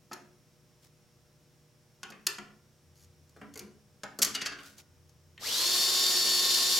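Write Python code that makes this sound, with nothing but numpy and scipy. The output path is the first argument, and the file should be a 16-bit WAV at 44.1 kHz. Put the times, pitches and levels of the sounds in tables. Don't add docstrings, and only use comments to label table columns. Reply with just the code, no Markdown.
import sys
import numpy as np
from scipy import signal
from scipy.fft import rfft, irfft, next_fast_len
from scipy.io import wavfile
from scipy.ndimage import map_coordinates

SR = 44100
rng = np.random.default_rng(int(sys.argv[2]) if len(sys.argv) > 2 else 0)


def unload_audio(sound):
    columns = np.transpose(np.atleast_2d(sound))
    steps = np.round(np.clip(columns, -1, 1) * 32767)
    wavfile.write(sys.argv[1], SR, steps.astype(np.int16))


N = 299439
TRIGGER_S = 5.39


def motor_speed(spin_up_s=0.1, ease=1.39):
    # (time [s], speed [turns/s])
    running = [(5.74, 358.7), (5.88, 359.6), (6.02, 362.9), (6.1, 362.2), (6.16, 359.5), (6.38, 359.2),
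               (6.44, 361.0), (6.58, 360.1), (6.76, 361.2)]
    since = np.maximum(clock() - TRIGGER_S, 0)
    return np.interp(clock(), *np.transpose(running)) * (1 - np.exp(-(since / spin_up_s) ** ease))


def drill_whine(speed, motor_db=1.0, teeth_per_turn=12.37, slack_turns=0.0015, lurch_turns=0.085):
    # (multiple of motor speed, relative level [dB])
    harmonics = [(1, -52), (2, -57.5), (3, -50.5), (5, -52), (10, -37.5), (12, -52), (15, -42), (19, -43),
                 (20, -45), (30, -46.5), (40, -51)]
    # (sideband number, relative level [dB])
    sidebands = [(-1, -43), (0, -33), (1, -42)]
    pace = speed / speed.max()
    turns = np.cumsum(speed) / SR + (slack_turns + lurch_turns * (1 - pace)) * wobble(150)
    motor = sum(shaft_tone(turns, round(multiple), db + motor_db, flutter_db=2.5, sway_db=1.0)
                for multiple, db in harmonics)
    gears = sum(shaft_tone(turns, teeth_per_turn + round(side), db, sway_db=1.5 + 1.2 * abs(side))
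                for side, db in sidebands)
    gears *= 0.4 * pace + 0.6 * pace ** 5
    echoing_gears = signal.fftconvolve(gears, room(wet_db=-10.5, build_s=0.0031), axes=1)[:, :N]
    return motor * pace ** 9 + echoing_gears


def shaft_tone(turns, multiple, db, sway_db, flutter_db=0.5):
    level = amp(db + sway_db * wobble(4.3) + flutter_db * wobble(45))
    phase = rng.uniform(0, 2 * np.pi) + rng.normal(0, 0.1, (2, 1))
    return np.sqrt(2) * level * np.sin(2 * np.pi * multiple * turns + phase)


def drill_whirr(speed, swell_db_per_s=1.0, grit=0.69, pulse_depth=0.36):
    # (frequency [Hz], level [dB])
    wire_colour = [(1500, -27), (2300, -21.5), (2800, -6.5), (3400, -3.5), (4600, 1.5), (5150, -2),
                   (5600, 0.5), (6300, -6.5), (7000, -5), (8000, -8.5), (10800, -12.5), (12000, -8.5),
                   (13300, -15), (15800, -22.5)]
    # (frequency [Hz], level [dB])
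    gearbox_colour = [(70, -43), (130, -15), (220, -0.5), (320, -3.5), (450, 3.5), (750, -3), (1050, 1),
                      (1300, 0.5), (1800, 0.5), (2400, 0), (3000, -11), (4500, -39.5)]
    pace = speed / speed.max()
    wire_level = amp(-28.5 + swell_db_per_s * (clock() - TRIGGER_S)) * pace ** 1.11
    rattle_level = amp(-39) * pace ** 0.91
    angle = 2 * np.pi * np.cumsum(speed) / SR
    pulse = 1 + pulse_depth * (np.cos(angle) + np.cos(2 * angle))
    ticks = lambda: rng.standard_normal((2, N)) * rng.exponential(size=N) ** grit
    wires = spread(ticks() * amp(0.65 * wobble(60) + 0.66 * wobble(900)), wire_colour)
    rattle = spread(ticks() * pulse, gearbox_colour)
    return wires * wire_level + rattle * rattle_level


def drill_trigger(lead_s=0.012):
    out = np.zeros((2, N))
    click = strike(-55, hard_db=8, spot_hz=2500, contact_s=0.0035,
                   click_db=9, clank_db=24.5, spot_db=24.5, thud_db=12, spot_t60=0.006)
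    add(out, TRIGGER_S - lead_s, click)
    return out


def pliers():
    # (time [s], strength [dB], hardness [dB], pitch of the spot [Hz])
    knocks = [(0.113, -44.5, 0, 715), (0.119, -48.5, 13, 1000), (0.131, -53.5, 29.5, 1730),
              (2.0312, -42.5, 17.5, 1600), (2.1208, -50.5, 8, 1270), (2.267, -35, 30, 1760),
              (2.3836, -41.5, 11, 1000), (3.4141, -48, -16.5, 985), (4.0342, -40, 16.5, 818),
              (4.247, -43.5, 35, 1400)]
    # (time [s], strength [dB])
    ticks = [(2.102, -65.5), (3.293, -79.5), (4.1885, -50), (4.781, -69.5), (5.0933, -78.5)]
    # (start [s], gap [s], catches, first strength [dB], growth [dB/catch])
    skids = [(2.955, 0.01, 10, -83.5, 0.5), (3.5388, 0.018, 4, -68, 3.5), (4.2187, 0.0052, 3, -38, 0.8)]
    # (time [s], strength [dB], pitch of the spot [Hz])
    bumps = [(2.101, -60.5, 750), (3.363, -60.5, 600), (3.556, -55.5, 1130), (3.6031, -55, 980),
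             (4.1884, -47.5, 552)]
    out = np.zeros((2, N))

    def hit(s, db, **contact):
        add(out, s, strike(db, click_db=8, clank_db=25, spot_db=19, spot_t60=0.035, **contact))

    for s, db, hard_db, hz in knocks:
        hit(s, db, hard_db=hard_db, spot_hz=hz, contact_s=0.0077, thud_db=21.5)
    for s, db in ticks:
        hit(s, db, hard_db=32, spot_hz=656, contact_s=0.0089, thud_db=23)
    for s, gap, catches, db, growth in skids:
        for k in range(round(catches)):
            hit(s + k * gap, db + k * growth, hard_db=33.5, spot_hz=1200, contact_s=0.0081, thud_db=24)
    for s, db, hz in bumps:
        hit(s, db, hard_db=-13.5, spot_hz=hz, contact_s=0.012, thud_db=29)
    return out


def loose_part(graze_lead_s=0.006, graze_db=-10.5):
    # (frequency [Hz], level [dB], t60 [s])
    steel_modes = [(1440, -8.5, 0.85), (1540, -19, 0.9), (1860, -8, 0.79), (2280, -8, 0.1),
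                   (2654, -6.5, 0.33), (3030, -12, 0.45), (3470, -3, 0.33), (4680, 9.5, 0.13)]
    # (time [s], strength [dB], pitch of the spot [Hz])
    bounces = [(4.349, -32.5, 2880), (4.416, -34.5, 1980), (4.46, -32.5, 1637), (4.5203, -41.5, 1650),
               (4.587, -45, 1590)]
    out = np.zeros((2, N))
    strongest = max(db for _, db, _ in bounces)
    for s, db, hz in bounces:
        hard_db = 18.5 - 1.2 * (strongest - db)
        for start, strength_db in [(s - graze_lead_s, db + graze_db), (s, db)]:
            clink = strike(strength_db, hard_db, hz, contact_s=0.014, click_db=9, clank_db=20.5,
                           spot_db=17.5, thud_db=12, spot_t60=0.019, modes=steel_modes, ring_db=15)
            add(out, start, clink)
    return out


def strike(strength_db, hard_db, spot_hz, contact_s, click_db, clank_db, spot_db, thud_db, spot_t60,
           modes=(), ring_db=0):
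    # (frequency [Hz], bandwidth [Hz], level [dB])
    bench_modes = [(210.7, 14.8, 4), (281, 19, -1.5), (360.3, 10, -5.5), (414.6, 26.6, -2.5),
                   (576, 300, -8.5)]
    # (frequency [Hz], level [dB])
    click_colour = [(500, -62.5), (1800, -29.5), (3100, -3.5), (3900, -4.5), (4450, 6), (5200, 1.5),
                    (6600, 5), (8500, -6), (11800, -6.5), (15500, -18.5)]
    # (frequency [Hz], level [dB])
    vise_colour = [(200, -61.5), (500, -29.5), (750, 4), (1300, 10.5), (2200, 8.5), (3200, 9), (5000, 0),
                   (9000, -53)]
    t = np.arange(SR // 2) / SR
    force = chatter(t, contact_s)
    excite = lambda response: unit(signal.fftconvolve(force, response)[:len(t)]) / np.sqrt(len(t))
    mode = lambda hz, db, t60: amp(db + rng.normal(0, 2.51) - 60 * t / t60) * np.sin(2 * np.pi * hz * t)
    wood = sum(mode(hz, db, np.log(1000) / (np.pi * width)) for hz, width, db in bench_modes)
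    brightened = tilted(click_colour, corner_hz=5500, db_per_octave=0.61 * (hard_db - 25.5))
    dulled = tilted(vise_colour, corner_hz=1.98 * spot_hz, db_per_octave=-16)
    click = amp(hard_db + click_db) * excite(causal(brightened))
    body = amp(clank_db) * excite(causal(dulled))
    body += amp(spot_db) * excite(mode(spot_hz, 0, spot_t60))
    body += amp(thud_db - 0.3 * hard_db) * excite(np.gradient(wood))
    if len(modes):
        body += amp(ring_db) * excite(sum(mode(*row) for row in modes))
    near = signal.fftconvolve(click[None], room(wet_db=-9, build_s=0.0028), axes=1)
    roomy = signal.fftconvolve(body[None], room(wet_db=-1, build_s=0.0009), axes=1)
    return amp(strength_db) * (near + roomy)


def chatter(t, contact_s, grit=0.66):
    force = rng.standard_normal(len(t)) * rng.exponential(size=len(t)) ** grit
    force *= np.exp(-(t / contact_s) ** 2)
    return force / np.linalg.norm(force)


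def grip_slides():
    # (middle [s], half length [s], level [dB])
    slides = [(0.85, 0.018, -62), (4.67, 0.052, -55.5), (4.796, .014, -54)]
    colour = [(100, -58), (500, -8), (2500, -6.5), (5500, -2.5), (9000, -9), (15000, -13.5)]
    rub = spread(rng.standard_normal((2, N)), colour)
    grain = unit(amp(2.8 * wobble(300)))
    return swells(slides) * rub * grain


def background(air_db=-66):
    # (frequency [Hz], level [dB])
    hum_lines = [(120, -73), (150, -70.5), (360, -78), (480, -79), (600, -82), (5394, -83), (5696, -87)]
    # (middle [s], half length [s], level [dB])
    drone_swells = [(3.3, 0.39, -65), (5.55, 0.6, -64.5)]
    # (frequency [Hz], level [dB])
    air_colour = [(25, -19.5), (58, -9.5), (130, -3.5), (200, -6.5), (350, -15.5), (700, -19), (2000, -24),
                  (4300, -26), (5500, -22.5), (7500, -27.5), (15800, -34)]
    hum = sum(amp(db + 0.45 * wobble(8.8)) * np.sin(2 * np.pi * hz * clock() + 0.15 * wobble(4.8))
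              for hz, db in hum_lines)
    drone_colour = [(50, -40), (74, -3), (86, 7), (115, -36.5), (300, -104)]
    drone = swells(drone_swells) * spread(rng.standard_normal((2, N)), drone_colour)
    air = amp(air_db) * spread(rng.standard_normal((2, N)), air_colour)
    return air + np.sqrt(2) * hum + drone


def room(wet_db, build_s):
    # (frequency [Hz], t60 [s])
    decay_times = [(150, 0.76), (500, 0.54), (1500, 0.43), (5000, 0.37), (9000, 0.32), (15000, 0.22)]
    hz, t, noise = signal.stft(rng.standard_normal((2, SR // 2)), SR, nperseg=256)
    tail = signal.istft(noise * amp(-60 * t / along(decay_times, hz)[:, None]), SR, nperseg=256)[1]
    build_up = 1 - np.exp(-np.arange(tail.shape[1]) / SR / build_s)
    tail = spread(tail * build_up, [(3000, -1), (7000, -4.5), (15000, -4.5)])
    tail *= amp(wet_db) / np.sqrt(tail.shape[1])
    tail[:, 0] += 1
    return tail


def spread(pair, colour):
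    # (frequency [Hz], correlation)
    likeness = [(25, 0.7), (55, 0.95), (100, 0.86), (140, 0.27), (250, 0.95), (500, 0.89), (1000, 0.64),
                (2500, 0.67), (6000, 0.63), (13000, 0.55)]

    def mid_side_gains(hz):
        angle = np.arccos(np.clip(along(likeness, hz), -1, 1)) / 2
        return amp(along(colour, hz)) * [np.cos(angle), np.sin(angle)]

    mid, side = filtered(pair, mid_side_gains)
    return unit(np.array([mid + side, mid - side]))


def causal(colour, size=1024):
    cepstrum = irfft(np.log(amp(along(colour, np.fft.rfftfreq(size, 1 / SR)))))
    cepstrum[1:size // 2] *= 2
    cepstrum[size // 2 + 1:] = 0
    response = irfft(np.exp(rfft(cepstrum)))
    return response / np.linalg.norm(response)


def filtered(x, response):
    n = x.shape[-1]
    padded = next_fast_len(n + SR // 4)
    return irfft(rfft(x, padded) * response(np.fft.rfftfreq(padded, 1 / SR)), padded)[..., :n]


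def tilted(colour, corner_hz, db_per_octave):
    return [(hz, db + db_per_octave * max(0, np.log2(hz / corner_hz))) for hz, db in colour]


def along(points, hz):
    knots_hz, values = np.transpose(points)
    return np.interp(np.log(hz + 1), np.log(knots_hz + 1), values)


def swells(rows):
    return sum(amp(db) * np.exp(-((clock() - s) / half) ** 2 / 2) for s, half, db in rows)


def wobble(rate):
    return map_coordinates(rng.standard_normal(int(N * rate / SR) + 4), [np.arange(N) * rate / SR])


def add(track, s, sound):
    start = max(0, round(s * SR))
    part = sound[:, :N - start]
    track[:, start:start + part.shape[1]] += part


def amp(db):
    return 10 ** (np.asarray(db) / 20)


def unit(x):
    return x / np.sqrt(np.mean(x ** 2) + 1e-20)


def clock():
    return np.arange(N) / SR


def scene():
    speed = motor_speed()
    drill = drill_trigger() + drill_whine(speed) + drill_whirr(speed)
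    handling = pliers() + loose_part() + grip_slides()
    return drill * amp([[0.5], [-0.5]]) + handling * amp([[0.2], [-0.2]]) + background()


def record(dry, top_hz=15850):
    return filtered(dry, lambda hz: hz < top_hz)


dry = scene()
out = record(dry)
unload_audio(out)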